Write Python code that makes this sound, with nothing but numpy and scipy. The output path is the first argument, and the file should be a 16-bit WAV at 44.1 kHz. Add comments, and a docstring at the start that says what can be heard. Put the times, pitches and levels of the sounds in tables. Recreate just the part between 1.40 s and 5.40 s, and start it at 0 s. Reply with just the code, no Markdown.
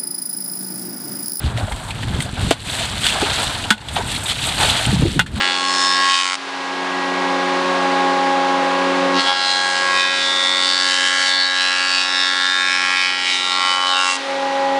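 """Someone wades through a flooded field, the water churning and gulping, while wind buffets the microphone.
At 1.1 s a plastic bucket knocks as it is plunged in; its muddy load slides out and crashes down as
spray, slaps and bubbles. A louder knock at 2.3 s leads to a second throw, and at 3.8 s the bucket
goes in again. The recorder's gain ducks after the loud peaks of the knocks and recovers slowly."""
import sys
import numpy as np
from scipy import signal
from scipy.fft import rfft, irfft, next_fast_len
from scipy.io import wavfile

SR = 44100
rng = np.random.default_rng(int(sys.argv[2]) if len(sys.argv) > 2 else 0)


def materialize(psi):
    """Save the field psi as 16-bit PCM at rate SR to the path in sys.argv[1].

    A 1-D psi becomes a single channel; in a 2-D psi each row is a channel.
    """
    bounded = np.clip(np.atleast_2d(psi).T, -1, 1)
    quanta = np.round(bounded * 32767).astype(np.int16)
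    wavfile.write(sys.argv[1], SR, quanta)


N = 176400
T = np.arange(N) / SR

# Each row: start in seconds, wall in dB, splash in dB, hollow pitch in Hz, hollow in dB,
# hollow t60 in seconds.
BUCKET_KNOCKS = [(1.1086, -9.5, -11.5, 272, -1.5, 0.045), (2.3048, 7.5, -8, 212, 0, .11),
                 (3.7933, 5.5, -14.5, 174, -3.5, 0.097)]
# Each row: delay within a knock in seconds, level in dB.
KNOCK_CONTACTS = [(0, -2.5), (.0043, 0), (.011, -6), (.017, -7.5)]
# Each row: frequency in Hz, relative level in dB, t60 in seconds.
WALL_MODES = [(878, -12.5, 0.08), (994, -17, .07), (1383, -6.5, 0.037), (1479, -3, 0.074),
              (1600, -4.5, 0.039), (1900, -7.5, 0.031), (2100, -11, 0.058), (2500, -13.5, 0.074),
              (2810, -11, 0.067), (3050, -13, .055), (3400, -9.5, 0.076), (3460, -6.5, 0.026),
              (3730, -14, 0.065), (4200, -31, 0.16)]
WALL_ROUGHNESS, FLUTTER_WIDTH_HZ = 0.32, 140
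CRACK_DB, CRACK_T60_S, SPLASH_T60_S, HOLLOW_DELAY_S = 10, 0.0021, 0.092, 0.0032


def bucket():
    """Rim and side hit the water in turn: the loaded wall rings unevenly, splashes, the hollow booms."""
    out, t = np.zeros(N), T[:SR // 4]
    for start, wall_db, splash_db, hollow_hz, hollow_db, hollow_t60 in BUCKET_KNOCKS:
        for delay, contact_db in KNOCK_CONTACTS:
            wall = 0
            for hz, mode_db, t60 in WALL_MODES:
                flutter = rms_one(resonate(rng.standard_normal(len(t)), hz, FLUTTER_WIDTH_HZ))
                tone = np.sin(2 * np.pi * (hz * t + rng.random()))
                wall += from_db(mode_db) * fade(t60) * (tone + WALL_ROUGHNESS * flutter)
            splash = spatter() * (from_db(CRACK_DB) * fade(CRACK_T60_S) + fade(SPLASH_T60_S))
            contact = from_db(wall_db) * wall / 2 + from_db(splash_db) * splash
            add(out, start + delay, from_db(contact_db) * contact)
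        add(out, start + HOLLOW_DELAY_S, from_db(hollow_db) * bubble(hollow_hz, hollow_t60, rise=0.015))
    return out


# Each row: frequency in Hz, relative density in dB.
SPRAY_SPECTRUM = [(400, -17), (1000, -11.5), (1600, -6), (2300, -5.5), (3400, 0), (4300, -3.5), (5300, -15),
                  (6600, -15), (8000, -9.5), (9300, -14), (12000, -26), (15500, -42)]
DROPS_DB, DROPS_PER_S, DROP_Q, DROP_SPREAD_DB, SPRAY_FLICKER_DB = -1.5, 1800, 4, 3.5, 1.32


def spray(level_db):
    """Thousands of drops ring for a few cycles each, over a smooth mist of the finest ones."""
    density = from_db((level_db - level_db.mean()) / 2)
    impacts = clicks(DROPS_PER_S * density, DROP_SPREAD_DB)
    pitches_hz = np.geomspace(900, 15000, 24)
    band = rng.integers(0, len(pitches_hz), N)
    drops = sum(resonate(impacts * (band == k), hz, hz / DROP_Q) for k, hz in enumerate(pitches_hz))
    drops = colour(drops / np.sqrt(density), SPRAY_SPECTRUM)  # same power at any density
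    mist = colour(rng.standard_normal(N), SPRAY_SPECTRUM)
    return from_db(level_db + SPRAY_FLICKER_DB * drift(26)) * (from_db(DROPS_DB) * drops + mist)


def spatter():
    """A quarter second of noise with the colour of spray."""
    return colour(rng.standard_normal(SR // 4), SPRAY_SPECTRUM)


# Each row: start in seconds, level in dB, ring in Hz, t60 in seconds.
SURFACE_SLAPS = [(.1725, -23, 2030, 0.053), (.3207, -19, 1900, 0.04), (.5053, -21, 2400, 0.063),
                 (.63, -21, 1830, 0.048), (.683, -20, 3000, 0.024), (.747, -26, 3000, .04),
                 (.768, -26, 4200, .03), (.8031, -13.5, 2100, 0.035), (.822, -20.5, 9000, .05),
                 (.891, -27, 4000, .03), (.925, -31, 9000, .03), (.954, -27, 2500, .04),
                 (1.3917, -22, 2940, 0.039), (1.6402, -12, 3380, 0.059), (1.654, -12.5, 1680, 0.053),
                 (1.6651, 0.5, 3500, 0.018), (2.04, -18, 8100, 0.029), (2.238, -18.5, 3000, .07),
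                 (2.3778, -19, 2460, 0.04), (2.4853, -16, 3400, 0.051), (2.563, -17, 3020, 0.077),
                 (2.7616, -15.5, 4100, 0.033), (2.856, -19.5, 3700, 0.098), (2.8918, -15, 3000, 0.043),
                 (2.906, -18, 3500, 0.021), (3.053, -17, 3400, .04), (3.0904, -11, 3400, 0.025),
                 (3.2061, -23, 2620, 0.16), (3.2879, -12, 2960, 0.056), (3.297, -10, 3400, 0.043),
                 (3.3717, -18.5, 3500, 0.084), (3.4524, -8, 2950, 0.02), (3.4619, -10, 8650, 0.019),
                 (3.862, -22, 1500, 0.11), (3.957, -23.5, 900, .06), (3.975, -24, 1600, 0.05)]
SLAP_RING_DB, SLAP_WIDTH_HZ, SLAP_ATTACK_S = -1, 430, 0.00088


def slaps():
    """Lumps of water hit the surface, each a sharp burst of spray with a short ring."""
    out = np.zeros(N)
    attack = 1 - np.exp(-T[:SR // 4] / SLAP_ATTACK_S)
    for start, db, hz, t60 in SURFACE_SLAPS:
        burst = spatter() * attack
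        ring = from_db(SLAP_RING_DB) * rms_one(resonate(burst, hz, SLAP_WIDTH_HZ))
        add(out, start, from_db(db) * fade(t60) * rms_one(burst + ring))
    return out


# Each row: start in seconds, level in dB, pitch in Hz, t60 in seconds.
AIR_POCKETS = [(.182, -17, 680, 0.036), (0.2116, -15, 700, 0.031), (.278, -22.5, 600, 0.073),
               (.312, -20.5, 800, 0.043), (.488, -19.5, 870, 0.048), (.757, -21, 380, .06),
               (.862, -18.5, 660, 0.022), (1.11, -3, 440, .04), (1.1105, -3, 651, .055),
               (1.405, -23, 660, 0.1), (1.757, -16.5, 790, 0.048), (1.777, -24, 770, .06),
               (1.815, -16, 723, 0.052), (1.823, -9, 276, 0.037), (1.83, -14, 391, 0.073),
               (2.03, -18.5, 800, 0.05), (2.565, -11, 765, 0.044), (2.583, -13, 610, 0.037),
               (2.59, -23, 392, 0.077), (2.607, -20, 895, 0.075), (3.215, -19, 820, 0.057),
               (3.247, -18.5, 420, .06), (3.28, -16, 823, 0.064), (3.41, -20, 640, 0.06),
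               (3.526, -19, 412, 0.045), (3.56, -20.5, 784, 0.047), (3.619, -18.5, 447, .08),
               (3.652, -14, 340, .08)]
GULP_RISE, GULP_SLOSH_DB, GULP_WIDTH_HZ = 0.1, -8, 310


def gulps():
    """Big bubbles ring behind the legs, the bucket and the falling water, each in a short slosh."""
    out = np.zeros(N)
    for start, db, hz, t60 in AIR_POCKETS:
        add(out, start, from_db(db) * bubble(hz, t60, GULP_RISE))
        band = resonate(rng.standard_normal(SR // 4), hz, GULP_WIDTH_HZ)
        slosh = rms_one(resonate(band, hz, GULP_WIDTH_HZ))
        add(out, start, from_db(db + GULP_SLOSH_DB) * slosh * fade(1.38 * t60))
    return out


# Each row: frequency in Hz, relative density in dB.
SLOSH_SPECTRUM = [(150, -15.5), (300, -5.5), (480, -5.5), (720, 1), (920, 1), (1150, -6), (1500, -1),
                  (2100, -14), (3500, -23.5), (15000, -53)]
SLOSH_FLICKER_DB = 2.5
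BUBBLES_DB, BUBBLES_PER_S, BUBBLE_RANGE_DB = -7.5, 260, 18
BUBBLE_LOW_HZ, BUBBLE_HIGH_HZ, BUBBLE_T60_CYCLES, BUBBLE_RISE = 600, 2200, 28, 0.19


def churning(level_db):
    """Stirred water sloshes and traps small bubbles."""
    slosh = colour(rng.standard_normal(N), SLOSH_SPECTRUM) * from_db(SLOSH_FLICKER_DB * drift(29))
    bubbles = np.zeros(N)
    for when, pitch, softness in rng.random((int(BUBBLES_PER_S * N / SR), 3)):
        hz = BUBBLE_LOW_HZ * (BUBBLE_HIGH_HZ / BUBBLE_LOW_HZ) ** pitch
        ring = bubble(hz, BUBBLE_T60_CYCLES / hz, BUBBLE_RISE)
        add(bubbles, when * N / SR, from_db(-BUBBLE_RANGE_DB * softness) * ring)
    return from_db(level_db) * (slosh + from_db(BUBBLES_DB) * rms_one(bubbles))


DROPLETS_DB, DROPLETS_PER_S, DROPLET_RANGE_DB = -8.5, 170, 36
DROPLET_LOW_HZ, DROPLET_HIGH_HZ, DROPLET_T60_CYCLES = 1406, 9420, 33


def droplets(level_db):
    """Single drops stand out of the spray as tiny rising pings."""
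    pings = np.zeros(N)
    for when, pitch, softness in rng.random((int(DROPLETS_PER_S * N / SR), 3)):
        hz = DROPLET_LOW_HZ * (DROPLET_HIGH_HZ / DROPLET_LOW_HZ) ** pitch
        ping = hz * bubble(hz, DROPLET_T60_CYCLES / hz, BUBBLE_RISE)  # weighted toward the treble
        add(pings, when * N / SR, from_db(-DROPLET_RANGE_DB * softness) * ping)
    return from_db(DROPLETS_DB + level_db) * colour(pings, SPRAY_SPECTRUM)


# Each row: centre in seconds, Gaussian sigma in seconds, level in dB.
SHEET_SWELLS = [(.36, 0.16, -44.5), (0.826, 0.027, -37), (1.35, 0.08, -36), (1.662, 0.045, -32.5),
                (2.04, 0.029, -34), (2.54, 0.016, -34), (2.72, 0.063, -35.5), (2.866, 0.034, -30.5),
                (3.06, 0.034, -33.5), (3.242, .07, -30.5)]
# Each row: frequency in Hz, relative density in dB.
FIZZ_SPECTRUM = [(2500, -22), (5000, -13), (6500, -6), (8200, 6.5), (10000, -3.5), (12500, -11.5),
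                 (15500, -33)]
FIZZ_PER_S, FIZZ_SPREAD_DB, FIZZ_FLICKER_DB = 1400, 1.5, 2.9


def sheets():
    """Water runs off rim and legs or fans out in thin sheets that tear into fine, bright crackle."""
    swell = sum(from_db(db) * np.exp(-.5 * ((T - centre) / sigma) ** 2)
                for centre, sigma, db in SHEET_SWELLS)
    fizz = colour(clicks(FIZZ_PER_S, FIZZ_SPREAD_DB), FIZZ_SPECTRUM)
    return swell * fizz * from_db(FIZZ_FLICKER_DB * drift(40))


# Each row: time in seconds, rumble level in dB.
WIND_LEVELS = [(0, -29), (.04, -26), (.25, -31), (.34, -33), (.47, -33.5), (.78, -22), (.88, -31.5),
               (1.06, -20.5), (1.16, -30.5), (1.8, -31), (2.29, -31), (2.39, -35.5), (2.5, -28.5),
               (2.77, -28), (2.87, -35), (3.29, -25.5), (3.4, -30), (3.52, -23), (3.85, -22.5), (4.0, -26)]
# Each row: frequency in Hz, relative density in dB.
RUMBLE_SPECTRUM = [(20, -27), (40, -5), (62, -1.5), (115, 0.5), (160, -6), (250, -9), (400, -21),
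                   (800, -30), (2000, -36), (15000, -90)]
# Each row: centre in seconds, peak in dB, pitch in Hz, length in seconds.
WIND_EDDIES = [(0.046, -13.5, 129, .012), (0.067, -12, 75, 0.023), (.165, -15.5, 110, 0.031),
               (.238, -14, 95, 0.02), (0.336, -19.5, 50.3, .03), (0.684, -20, 122, 0.022),
               (.765, -18.5, 184, 0.018), (0.795, -18, 130, 0.018), (1.035, -14.5, 103, .026),
               (1.077, -18.5, 140, 0.026), (3.473, -10, 151, 0.0033), (3.493, -11.5, 137, 0.016),
               (3.538, -11, 201, 0.023), (3.572, -14, 164, 0.0085), (3.599, -10, 160, 0.0076),
               (3.626, -9.5, 251, 0.0074), (3.634, -5.5, 140, 0.01), (3.66, -19.5, 332, 0.023),
               (3.69, -29, 260, .02), (3.764, -16, 298, 0.00875), (3.776, -9.5, 178, 0.0072),
               (3.985, -19, 212, 0.025)]
WIND_TRIM_DB, WIND_FLICKER_DB = 0.5, 1.5


def wind():
    """Lumpy rumble, with single eddies that briefly thump the microphone."""
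    level_db = WIND_TRIM_DB + np.interp(T, *np.transpose(WIND_LEVELS))
    out = colour(rng.standard_normal(N), RUMBLE_SPECTRUM)
    out *= from_db(level_db + WIND_FLICKER_DB * drift(36))
    for centre, db, hz, length in WIND_EDDIES:
        t = T[:int(4 * length * SR)] - 2 * length
        eddy = np.sin(2 * np.pi * (hz * t + rng.random()) + .5 * drift(90)[:len(t)])
        add(out, centre - 2 * length, from_db(db) * eddy * np.exp(-2 * (t / length) ** 2))
    return out


def bubble(hz, t60, rise):
    """A dying sine whose pitch rises as the air nears the surface."""
    t = T[:int(min(t60, .25) * SR)]
    tone = np.sin(2 * np.pi * hz * t * (1 + rise * t / t60))
    attack = 1 - np.exp(-2 * hz * t)
    return tone * attack * np.exp(-np.log(1000) * t / t60)


def clicks(per_s, spread_db):
    """Impulses of random time, size and sign."""
    hits = rng.random(N) < per_s / SR
    sizes = from_db(spread_db * np.minimum(rng.exponential(1, N), 4))
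    return hits * sizes * rng.choice([-1, 1], N)


def resonate(x, hz, width_hz):
    """Two-pole resonance with unit peak gain."""
    r = np.exp(-np.pi * width_hz / SR)
    feedback = [1, -2 * r * np.cos(2 * np.pi * hz / SR), r * r]
    return signal.lfilter(np.array([1, 0, -1]) * (1 - r * r) / 2, feedback, x + 1e-18)


def colour(x, spectrum):
    """Minimum-phase filter through the points of a spectrum; output at unit power."""
    size = 2 * next_fast_len(len(x))
    hz, db = np.transpose(spectrum)
    bins_hz = np.arange(size // 2 + 1) * SR / size
    log_gain = np.log(from_db(np.interp(np.log(bins_hz + 1), np.log(hz), db)))
    cepstrum = irfft(log_gain)[:size // 2]
    response = np.exp(2 * rfft(cepstrum, size) - cepstrum[0])
    return rms_one(irfft(rfft(x, size) * response)[:len(x)])


def drift(corner_hz):
    """Slow random motion of spread 1."""
    step, settle = 40, 2000
    r = np.exp(-2 * np.pi * corner_hz * step / SR)
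    noise = rng.standard_normal(N // step + settle + 2)
    slow = signal.lfilter([1], [1, -2 * r, r * r], noise)[settle:]
    return np.interp(np.arange(N) / step, np.arange(len(slow)), rms_one(slow))


def fade(t60):
    """A quarter second of exponential decay."""
    return np.exp(-np.log(1000) * T[:SR // 4] / t60)


def from_db(db):
    """Decibels to gain."""
    return 10 ** (np.asarray(db) / 20)


def rms_one(x):
    """Scale to unit power."""
    return x / np.sqrt(np.mean(x ** 2) + 1e-20)


def add(out, start_s, sound):
    """Mix a sound in at a time."""
    i = max(int(start_s * SR), 0)
    out[i:i + len(sound)] += sound[:max(N - i, 0)]


# Agitation of the water from knock to knock. Each row: time in seconds, spray in dB, churning in dB.
WADING_LEVELS = [(0.0, -40, -34.5), (0.066, -36, -36), (0.138, -44, -37), (0.182, -31, -34.5),
                 (0.23, -41, -33.5), (0.85, -36, -37.5), (0.932, -41, -40.5), (1.016, -31, -33),
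                 (1.09, -30, -37.5)]
FIRST_THROW_LEVELS = [(1.15, -38, -36), (1.238, -36, -44.5), (1.248, -30.5, -40), (1.418, -24.5, -30),
                      (1.52, -31, -34.5), (1.606, -27.5, -38), (1.66, -20.5, -30), (1.676, -20.5, -39.5),
                      (1.766, -26, -24.5), (2.012, -23.5, -28), (2.29, -34.5, -34.5)]
SECOND_THROW_LEVELS = [(2.36, -41.5, -34), (2.556, -29, -34.5), (2.564, -24.5, -24), (2.64, -34.5, -34),
                       (2.718, -28, -37.5), (2.846, -36, -32), (2.908, -20, -36), (2.94, -32.5, -36.5),
                       (3.04, -21.5, -37), (3.068, -26, -29), (3.166, -27.5, -33), (3.21, -18.5, -22),
                       (3.644, -32, -38), (3.724, -30.5, -58), (3.78, -36, -41)]
REFILL_LEVELS = [(3.85, -51.5, -60), (3.984, -34.5, -33.5), (4.0, -45, -39)]


def scene():
    """Water, bucket and wind in the open air, in mono."""
    agitation = np.vstack([WADING_LEVELS, FIRST_THROW_LEVELS, SECOND_THROW_LEVELS, REFILL_LEVELS])
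    times, spray_db, churn_db = agitation.T
    spray_db, churn_db = np.interp(T, times, spray_db), np.interp(T, times, churn_db)
    water = spray(spray_db) + droplets(spray_db) + sheets() + churning(churn_db) + slaps() + gulps()
    return (water + bucket() + wind())[None]


DUCK_ABOVE_DB, RECOVER_DB_PER_S, DUCK_ATTACK_S = -1.5, 45.5, 0.0028
CLIP_LEVEL, CUTOFF_HZ = .92, 15500


def record(dry):
    """The gain ducks after loud peaks and recovers slowly; a soft clip and a low-pass follow."""
    over_db = np.maximum(20 * np.log10(np.abs(dry[0]) + 1e-9) - DUCK_ABOVE_DB, 0)
    held_db = np.maximum.accumulate(over_db + RECOVER_DB_PER_S * T) - RECOVER_DB_PER_S * T
    r = np.exp(-1 / (DUCK_ATTACK_S * SR))
    ducked = dry * from_db(-signal.lfilter([1 - r], [1, -r], held_db))
    clipped = ducked / (1 + (ducked / CLIP_LEVEL) ** 6) ** (1 / 6)
    return signal.sosfilt(signal.ellip(12, .1, 100, CUTOFF_HZ, fs=SR, output="sos"), clipped)


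dry = scene()
out = record(dry)
materialize(out)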